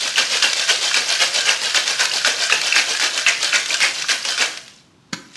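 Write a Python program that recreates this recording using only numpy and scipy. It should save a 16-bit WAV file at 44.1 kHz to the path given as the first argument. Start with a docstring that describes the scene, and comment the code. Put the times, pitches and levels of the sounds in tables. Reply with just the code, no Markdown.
"""Shaking a cocktail

Ice and liquid are shaken to and fro in a steel tin capped with a mixing glass, behind a bar.
Each stroke throws the load against one end: ice crunches, liquid sloshes, tin and glass ring briefly.
The ice settles, then the heel of a hand knocks the tin to break the seal.
A small room echoes it all, over a soft rush of ventilation."""
import sys
import numpy as np
from scipy import signal
from scipy.io import wavfile
from scipy.ndimage import uniform_filter1d

SR = 44100
rng = np.random.default_rng(int(sys.argv[2]) if len(sys.argv) > 2 else 0)


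def store_pcm(level_fs):
    """Save levels as 16-bit WAV."""
    pcm = np.round(np.clip(level_fs, -1, 1) * 32767).astype(np.int16)
    wavfile.write(sys.argv[1], SR, np.atleast_2d(pcm).T)


N = 236400
TIME = np.arange(N) / SR

# Levels in the tables are relative: each function sets its own overall loudness.
# One row a shake, a gentle back stroke and then a slam into the hard end:
# slam_start_s, rise_s, slam_db, clunk_db, back_stroke_earlier_s, back_stroke_db
SHAKE_STROKES = [(.162, .028, 0.5, -2, .16, -2.5), (.418, 0.027, 0.5, -2, 0.12, 0.5),
                 (0.671, 0.032, 1, -2.5, 0.12, -2.5), (.940, 0.033, 0, -4.5, 0.13, -1),
                 (1.188, 0.035, .5, -3, 0.12, -0.5), (1.447, 0.054, -0.5, -2.5, 0.12, 1.5),
                 (1.740, 0.024, 1.5, -1.5, 0.13, -1), (1.982, 0.034, 1.5, -9, 0.13, 0),
                 (2.242, 0.032, 2.5, -5, 0.13, 0), (2.490, 0.046, -1, -4.5, 0.11, 0.5),
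                 (2.724, 0.066, -1, -0.5, 0.1, .5), (2.998, 0.043, -0.5, -2.5, 0.14, 0),
                 (3.260, .022, 0.5, 4, 0.13, -1), (3.520, 0.035, .5, -1, .118, 0),
                 (3.800, 0.04, 1.5, 2, 0.12, -1), (4.082, 0.022, 1.5, -2, 0.15, -8),
                 (4.375, 0.046, 0, -2.5, 0.13, -1.5)]
# Tone colour of ice chips: pitch_hz, level_db
ICE_COLOUR = [(120, -39.5), (400, -14.5), (900, -11.5), (1250, -6), (2000, -2), (3100, 1.5), (3500, 1),
              (4600, 2), (5800, 0), (7000, -5), (8500, -10.5), (10000, -16), (11800, -21.5)]
# Tones of the steel tin, damped by hands and liquid: pitch_hz, level_db, ring_s
TIN_TONES = [(1033, -10, 0.0085), (1253, -2, 0.019), (1462, -1, 0.042), (1596, 3.5, 0.023),
             (1772, 5, 0.016), (2580, -16, 0.072), (2780, -15, .07), (4320, -20, 0.049)]


def amp(db):
    """Turns decibels into a factor to multiply by."""
    return 10 ** (np.asarray(db) / 20)


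def unit(x):
    """Scales a sound to a total energy of 1."""
    return x / np.sqrt(np.sum(x ** 2) + 1e-20)


def read(points, hz):
    """Looks up a pitch in a table, sliding between the rows on a musical (log) scale."""
    row_hz, value = np.transpose(points)
    return np.interp(np.log(hz + 1), np.log(row_hz + 1), value)


def add(mix, start_s, sound):
    """Mixes a sound in at the given time."""
    part = mix[max(round(start_s * SR), 0):][:len(sound)]
    part += sound[:len(part)]


def through(x, response):
    """Lets every sample of x set off the response (convolution), keeping the length of x."""
    return signal.oaconvolve(x, response)[:len(x)]


def low_cut(x, hz):
    """Cuts away the lowest bass below hz."""
    return signal.sosfilt(signal.butter(2, hz, "highpass", fs=SR, output="sos"), x)


def colour(points, size=2048):
    """The shortest click with this tone colour, for use as a filter."""
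    hz = abs(np.fft.fftfreq(size, 1 / SR))
    log_gain = np.log(amp(read(points, hz)))
    spectrum = np.exp(np.conj(signal.hilbert(log_gain)))  # packs the energy at the start
    return unit(np.fft.ifft(spectrum).real[:size // 2])


def ring(tones, detune, uneven, contact_s=.0007, size=6000):
    """One blow: each tone dies by 60 dB in ring_s; the spot struck shifts its strength and pitch a bit."""
    t = TIME[:size]
    ringing = np.zeros(size)
    for hz, db, ring_s in tones:
        fade = rng.choice([-1, 1]) * amp(db - 60 * t / ring_s)
        share = np.exp(uneven * rng.standard_normal())
        pitch_hz = hz * (1 + detune * rng.standard_normal())
        ringing += fade * share * np.sin(2 * np.pi * pitch_hz * t)
    return unit(ringing * (1 - np.exp(-t / contact_s)))


def ping(hz, cycles, size=2400):
    """A short hollow tone that swells for this many cycles, then dies."""
    age = hz * TIME[:size] / cycles
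    return unit(age * np.exp(-age) * np.sin(2 * np.pi * (hz * TIME[:size] + rng.random())))


def chip(crumble_s, size=700):
    """One contact: a tiny burst of noise, as when ice crumbles."""
    return unit(rng.choice([-1, 1], size) * np.exp(-TIME[:size] / crumble_s))


def smooth(x, samples):
    """Evens out quick changes by averaging twice."""
    return uniform_filter1d(uniform_filter1d(x, samples), samples)


def impacts(per_s, spread_db):
    """Random collisions as clicks, evened out to a fairly steady loudness."""
    force = amp(spread_db * np.minimum(rng.exponential(1, N), 4)) * rng.choice([-1, 1], N)
    clicks = force * (rng.random(N) < per_s / SR)
    power = smooth(clicks ** 2, samples=900)
    return clicks / np.sqrt(abs(power) + 0.44 * np.mean(clicks ** 2))


def clumps(depth):
    """Chips land in loose bunches, so their force wavers from moment to moment."""
    waver = unit(smooth(rng.standard_normal(N), samples=500)) * np.sqrt(N)
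    return np.exp(depth * waver - depth ** 2)


def landing(age_s, rise_s, fall_s):
    """The load piles up against the end, then comes to rest."""
    piling_up = np.sqrt(np.clip(age_s / rise_s, 0, 1))
    return piling_up * np.exp(-np.maximum(age_s - rise_s, 0) / fall_s)


def shaking(slam_db, back_db, lag_s, back_lag_s):
    """Force on one part of the load over time: each shake is a back stroke, then a slam."""
    power, age_s = np.zeros(N), TIME[:SR // 2]
    for start_s, rise_s, slam_level, _, earlier_s, back_level in SHAKE_STROKES:
        back_stroke = amp(back_db + back_level) * landing(age_s, rise_s=0.056, fall_s=0.039)
        slam = amp(slam_db + slam_level) * landing(age_s, rise_s, fall_s=0.033)
        add(power, start_s - earlier_s + back_lag_s, back_stroke ** 2)
        add(power, start_s + lag_s, slam ** 2)
    return np.sqrt(power)


def ventilation(level_db=-53.5):
    """A soft, low rush of air."""
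    # Tone colour of the moving air: pitch_hz, level_db
    air_colour = [(18, -66), (30, -36), (122, -15), (153, -9), (178, -15), (359, -17), (407, -26),
                  (761, -27.5), (978, -26), (2130, -34), (3880, -34), (6910, -41.5), (12000, -54),
                  (15600, -82.5), (22000, -120)]
    return amp(level_db) * through(rng.standard_normal(N), colour(air_colour, size=8192))


def echoes(tail_db=-7.0, early_db=-9.0, bass_db=1.5, bass_hz=600, size=256):
    """Early echoes from the counter and bottles, then a tail in which each pitch dies at its own pace."""
    # Time the room's echo takes to fall by 60 dB: pitch_hz, fade_s
    fade_times = [(120, 0.46), (500, 0.71), (2000, 0.49), (5000, 0.36), (11000, 0.72)]
    t = TIME[:SR * 3 // 4]
    bounces = rng.choice([-1., 1.], len(t)) * (rng.random(len(t)) < 4000 / SR)
    early = unit(bounces * (t > .002) * np.exp(-t / 0.0019))
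    hz, age_s, bands = signal.stft(bounces * (t > .01), SR, nperseg=size)
    warmth_db = bass_db / (1 + (hz[:, None] / bass_hz) ** 4)
    fade_db = 60 * age_s / read(fade_times, hz)[:, None]
    _, tail = signal.istft(bands * amp(warmth_db - fade_db), SR, nperseg=size)
    return amp(tail_db) * unit(tail[:len(t)]) + amp(early_db) * early


def room(x, positions=5, rounds_per_s=2.3):
    """The shaker moves, so its sound passes round several sets of echoes."""
    turns = TIME * rounds_per_s - np.arange(positions)[:, None] / positions
    shares = np.maximum(np.cos(2 * np.pi * turns), 0) ** 4
    shares /= np.linalg.norm(shares, axis=0)
    return sum(through(x * share, echoes()) for share in shares)


def air_column(count=4):
    """Ice brushing along the wall makes the air inside ring, mostly between the slams."""
    # Tones of the air space left open on the back stroke: pitch_hz, level_db, ring_s
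    air_tones = [(686, -3, 0.031), (1567, 1, 0.07), (2380, -3.5, 0.097), (3065, 3, 0.074),
                 (4460, -7, 0.045)]
    force = shaking(slam_db=-37.5, back_db=-27.0, lag_s=0.014, back_lag_s=0.012) / np.sqrt(count)
    return sum(through(force * impacts(per_s=230, spread_db=-4.0),
                       ring(air_tones, detune=0.014, uneven=0.23)) for _ in range(count))


def liquid(flight_db=-13, flight_s=0.029, lead_s=0.016, fade_db_per_s=0.48):
    """Churned bubbles, hushed while the liquid flies to the hard end; the slosh softens as it froths."""
    # Tone colour of the churned liquid: pitch_hz, level_db
    slosh_colour = [(50, -11), (130, -16), (280, -5.5), (400, -4.5), (520, 1), (660, 2.5), (820, -1),
                    (980, 2), (1300, -8.5), (2200, -19)]
    in_flight = sum(np.exp(-((TIME - slam_s + lead_s) / flight_s) ** 2) for slam_s, *_ in SHAKE_STROKES)
    force = shaking(slam_db=-26.0, back_db=-31, lag_s=.003, back_lag_s=-0.0027)
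    force *= amp(flight_db * in_flight - fade_db_per_s * TIME)
    pitches = np.geomspace(240, 1400, num=16)
    bubbles = np.zeros(N)
    for hz in pitches:
        pops = impacts(per_s=54, spread_db=0.0)
        bubbles += np.sqrt(hz / pitches.sum()) * through(pops, ping(hz, cycles=1.91))
    splashes = 2.4 * impacts(per_s=1500, spread_db=3.5)
    churn = through(bubbles + splashes, colour(slosh_colour))
    return force * unit(churn) * np.sqrt(N)


def tin(count=8):
    """Larger cubes drum on the steel."""
    force = shaking(slam_db=-20.5, back_db=-31.0, lag_s=0.0007, back_lag_s=0.039) / np.sqrt(count)
    return sum(through(force * impacts(per_s=90, spread_db=2.5),
                       ring(TIN_TONES, detune=0.028, uneven=0.26)) for _ in range(count))


def clunk_pitch(time_s, start_hz=2800, drop_hz_per_s=75):
    """The clunks deepen as the shaking goes on."""
    return start_hz - drop_hz_per_s * time_s


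def clunks(level_db=-18.5, fall_s=.036, count=24):
    """The load hits the hard end in a cluster of hollow clunks."""
    out = np.zeros(N)
    for start_s, rise_s, _, clunk_db, *_ in SHAKE_STROKES:
        span_s = rise_s + 2 * fall_s
        gain = amp(level_db + clunk_db) * np.sqrt(span_s * SR / count)
        for k, (delay, pitch, weight) in enumerate(rng.random((count, 3))):
            age_s = span_s * (k + delay) / count
            force = gain * landing(age_s, rise_s, fall_s) * (0.262 + 1.3 * weight)
            hz = clunk_pitch(start_s) * (0.785 + .32 * pitch)
            add(out, start_s + age_s, force * ping(hz, cycles=1.92))
    return out


def stray_cubes(tick_db=-24, tin_db=-29, clunk_db=-30, spread_db=8, last_s=.025, window_s=.065):
    """Late in every back stroke two cubes fly loose and hit the wall at random: extra rows for cubes()."""
    hits = []
    for slam_s, *_, back_db in SHAKE_STROKES:
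        for when, *shares in rng.random((2, 4)):
            levels_db = back_db + np.array([tick_db, tin_db, clunk_db])
            scatter_db = spread_db * (np.array(shares) - .5)
            hits.append((slam_s - last_s - window_s * when, *(levels_db + scatter_db)))
    return hits


def cubes(tick_db=23.5, tin_db=23.5, clunk_db=21.5, detune=0.041):
    """Single hard hits: a tick of ice, a ring of steel and a clunk whose pitch varies with cube size."""
    # Whole cubes that stand out of the rattle, and last a sharp tick as the glass is lifted: start_s, tick_db,
    # tin_db, clunk_db
    cube_hits = [(0.159, -28.5, -39.5, -14), (0.1803, -15.5, -17, -23), (0.371, -20, -28, -40),
                 (0.4243, -19, -20, -14), (0.4433, -25, -18.5, -12), (0.5312, -15, -47, -37),
                 (.5951, -17, -38, -24), (0.6968, -29, -19.5, -15), (0.9124, -39.5, -18, -30),
                 (0.943, -16, -21, -13), (1.1028, -17.5, -27, -38), (1.492, -22, -18, -7.5),
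                 (1.7462, -17, -17, -21), (1.8773, -17, -25, -24), (2.0096, -20, -16.5, -18.5),
                 (2.0542, -13.5, -34, -42), (2.2472, -17, -15, -20), (2.4991, -23.5, -16, -37),
                 (2.5235, -22, -15, -8.5), (2.6145, -16.5, -36.5, -31), (2.7243, -21, -27, -10),
                 (2.7624, -17, -14.5, -17.5), (2.998, -17.5, -22.5, -30), (3.0367, -19.5, -31.5, -24),
                 (3.1769, -16.5, -38, -23), (3.2643, -25, -17, -9), (3.429, -15, -27, -33),
                 (3.5288, -34, -18.5, -16), (3.6593, -20.5, -39, -40), (3.7052, -34, -45, -16),
                 (3.7422, -15, -18.5, -19), (3.8032, -17.5, -19, -34), (4.0223, -20.5, -34, -20),
                 (4.0433, -40.5, -23, -44), (4.2506, -19.5, -28, -24), (4.378, -22, -22.5, -25),
                 (4.4229, -18, -20, -23), (4.5735, -26, -36, -48), (4.68, -37, -49, -52),
                 (5.3555, -33.5, -48, -47)]
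    ticks, tones = np.zeros(N), np.zeros(N)
    for start_s, tick_level, tin_level, clunk_level in stray_cubes() + cube_hits:
        add(ticks, start_s, amp(tick_level + tick_db) * chip(crumble_s=0.004))
        steel = ring(TIN_TONES, detune=0.025, uneven=0.308, contact_s=0.00054)
        add(tones, start_s, amp(tin_level + tin_db) * steel)
        clunk_hz = clunk_pitch(start_s) * (1 + detune * rng.standard_normal())
        add(tones, start_s, amp(clunk_level + clunk_db) * ping(clunk_hz, cycles=2.3))
    return tones + through(ticks, colour(ICE_COLOUR))


def chinks(force, per_s, spread_db, cycles):
    """Whole cubes ring like glass, each at a pitch of its own."""
    out = np.zeros(N)
    for when, pitch, weight, length in rng.random((int(per_s * N / SR), 4)):
        strength = force[int(when * N)] * amp(spread_db * (weight - 2.0)) * np.sqrt(SR / per_s)
        hz = 2800 + 4400 * pitch ** 1.3
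        add(out, when * N / SR, strength * ping(hz, cycles * (.5 + length)))
    return out


def ice(swirl_db=-6.0, crunch_db=-3.5, clink_db=-5.5, chink_db=-2.0):
    """Many small collisions: fine crunch, chips that each have their own pitch, and whole cubes."""
    # Loose ice drifting between strokes, settling, then stirred as the glass loosens: time_s, level_db
    swirl_levels = [(0, -22), (.9, -19.5), (1.7, -23), (4.4, -26), (4.56, -32), (4.68, -39), (4.8, -46),
                    (4.95, -65.5), (5.29, -46), (5.36, -37.5)]
    landed = shaking(slam_db=-16.5, back_db=-20.5, lag_s=0.0012, back_lag_s=-0.0022)
    drifting = amp(swirl_db + np.interp(TIME, *np.transpose(swirl_levels)))
    force = landed + drifting
    crunch = impacts(per_s=4200, spread_db=3.5) * clumps(depth=0.12)
    pitches = np.geomspace(1100, 11000, num=18)
    clinks = np.zeros(N)
    for hz in pitches:
        hits = impacts(per_s=150, spread_db=3.0) * clumps(depth=0.48)
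        clinks += np.sqrt(hz / pitches.sum()) * through(hits, ping(hz, cycles=1.46))
    rattle = force * (amp(crunch_db) * crunch + amp(clink_db) * clinks)
    glassy = amp(chink_db) * chinks(force, per_s=210, spread_db=11.5, cycles=8.1)
    return through(rattle + glassy, colour(ICE_COLOUR))


def knock(thump_db=27.0, crack_db=23.0):
    """The hand thumps the tin; the glass slips in the rim with a crack."""
    # A soft blow and then the seal cracking: start_s, thump_db, crack_db
    blows = [(5.1260, -51, -40), (5.1294, -25.5, -27), (5.1317, -42, -19), (5.1355, -48, -22.5),
             (5.1425, -41, -26)]
    # Dull tones of the held, filled shaker: pitch_hz, level_db, ring_s
    body_tones = [(111, -15, 0.065), (280, 4, 0.035), (338.8, -11.5, 0.024), (508, -6, 0.024)]
    # Tone colour of the glass slipping in the steel rim: pitch_hz, level_db
    rim_colour = [(60, -14), (130, 2), (300, 2), (720, -10), (1000, 7), (1170, -4), (1520, 11), (1850, 1),
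                  (2700, 1), (4200, 5.5), (5200, -0.5), (6800, -2.5), (8500, -15.5), (11800, -19)]
    cracks, thumps = np.zeros(N), np.zeros(N)
    for start_s, thump_level, crack_level in blows:
        thump = ring(body_tones, detune=.005, uneven=.05, contact_s=0.00018)
        add(thumps, start_s, amp(thump_level + thump_db) * thump)
        add(cracks, start_s, amp(crack_level + crack_db) * chip(crumble_s=0.0032))
    return thumps + through(cracks, colour(rim_colour))


def scene():
    """The shaker in the bar room, as one channel."""
    load = ice() + liquid() + tin() + clunks() + air_column() + cubes()
    shaker = low_cut(load, hz=157) + low_cut(knock(), hz=80)
    return (shaker + room(shaker) + ventilation())[None]


def record(dry, ceiling=1.34, top_hz=11900):
    """Rounds off the loudest peaks, then cuts the highest treble."""
    rounded = ceiling * np.tanh(dry / ceiling)
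    lowpass = signal.firwin(401, top_hz, window=("kaiser", 9), fs=SR)
    return signal.oaconvolve(rounded, lowpass[None], "same")


dry = scene()
out = record(dry)
store_pcm(out)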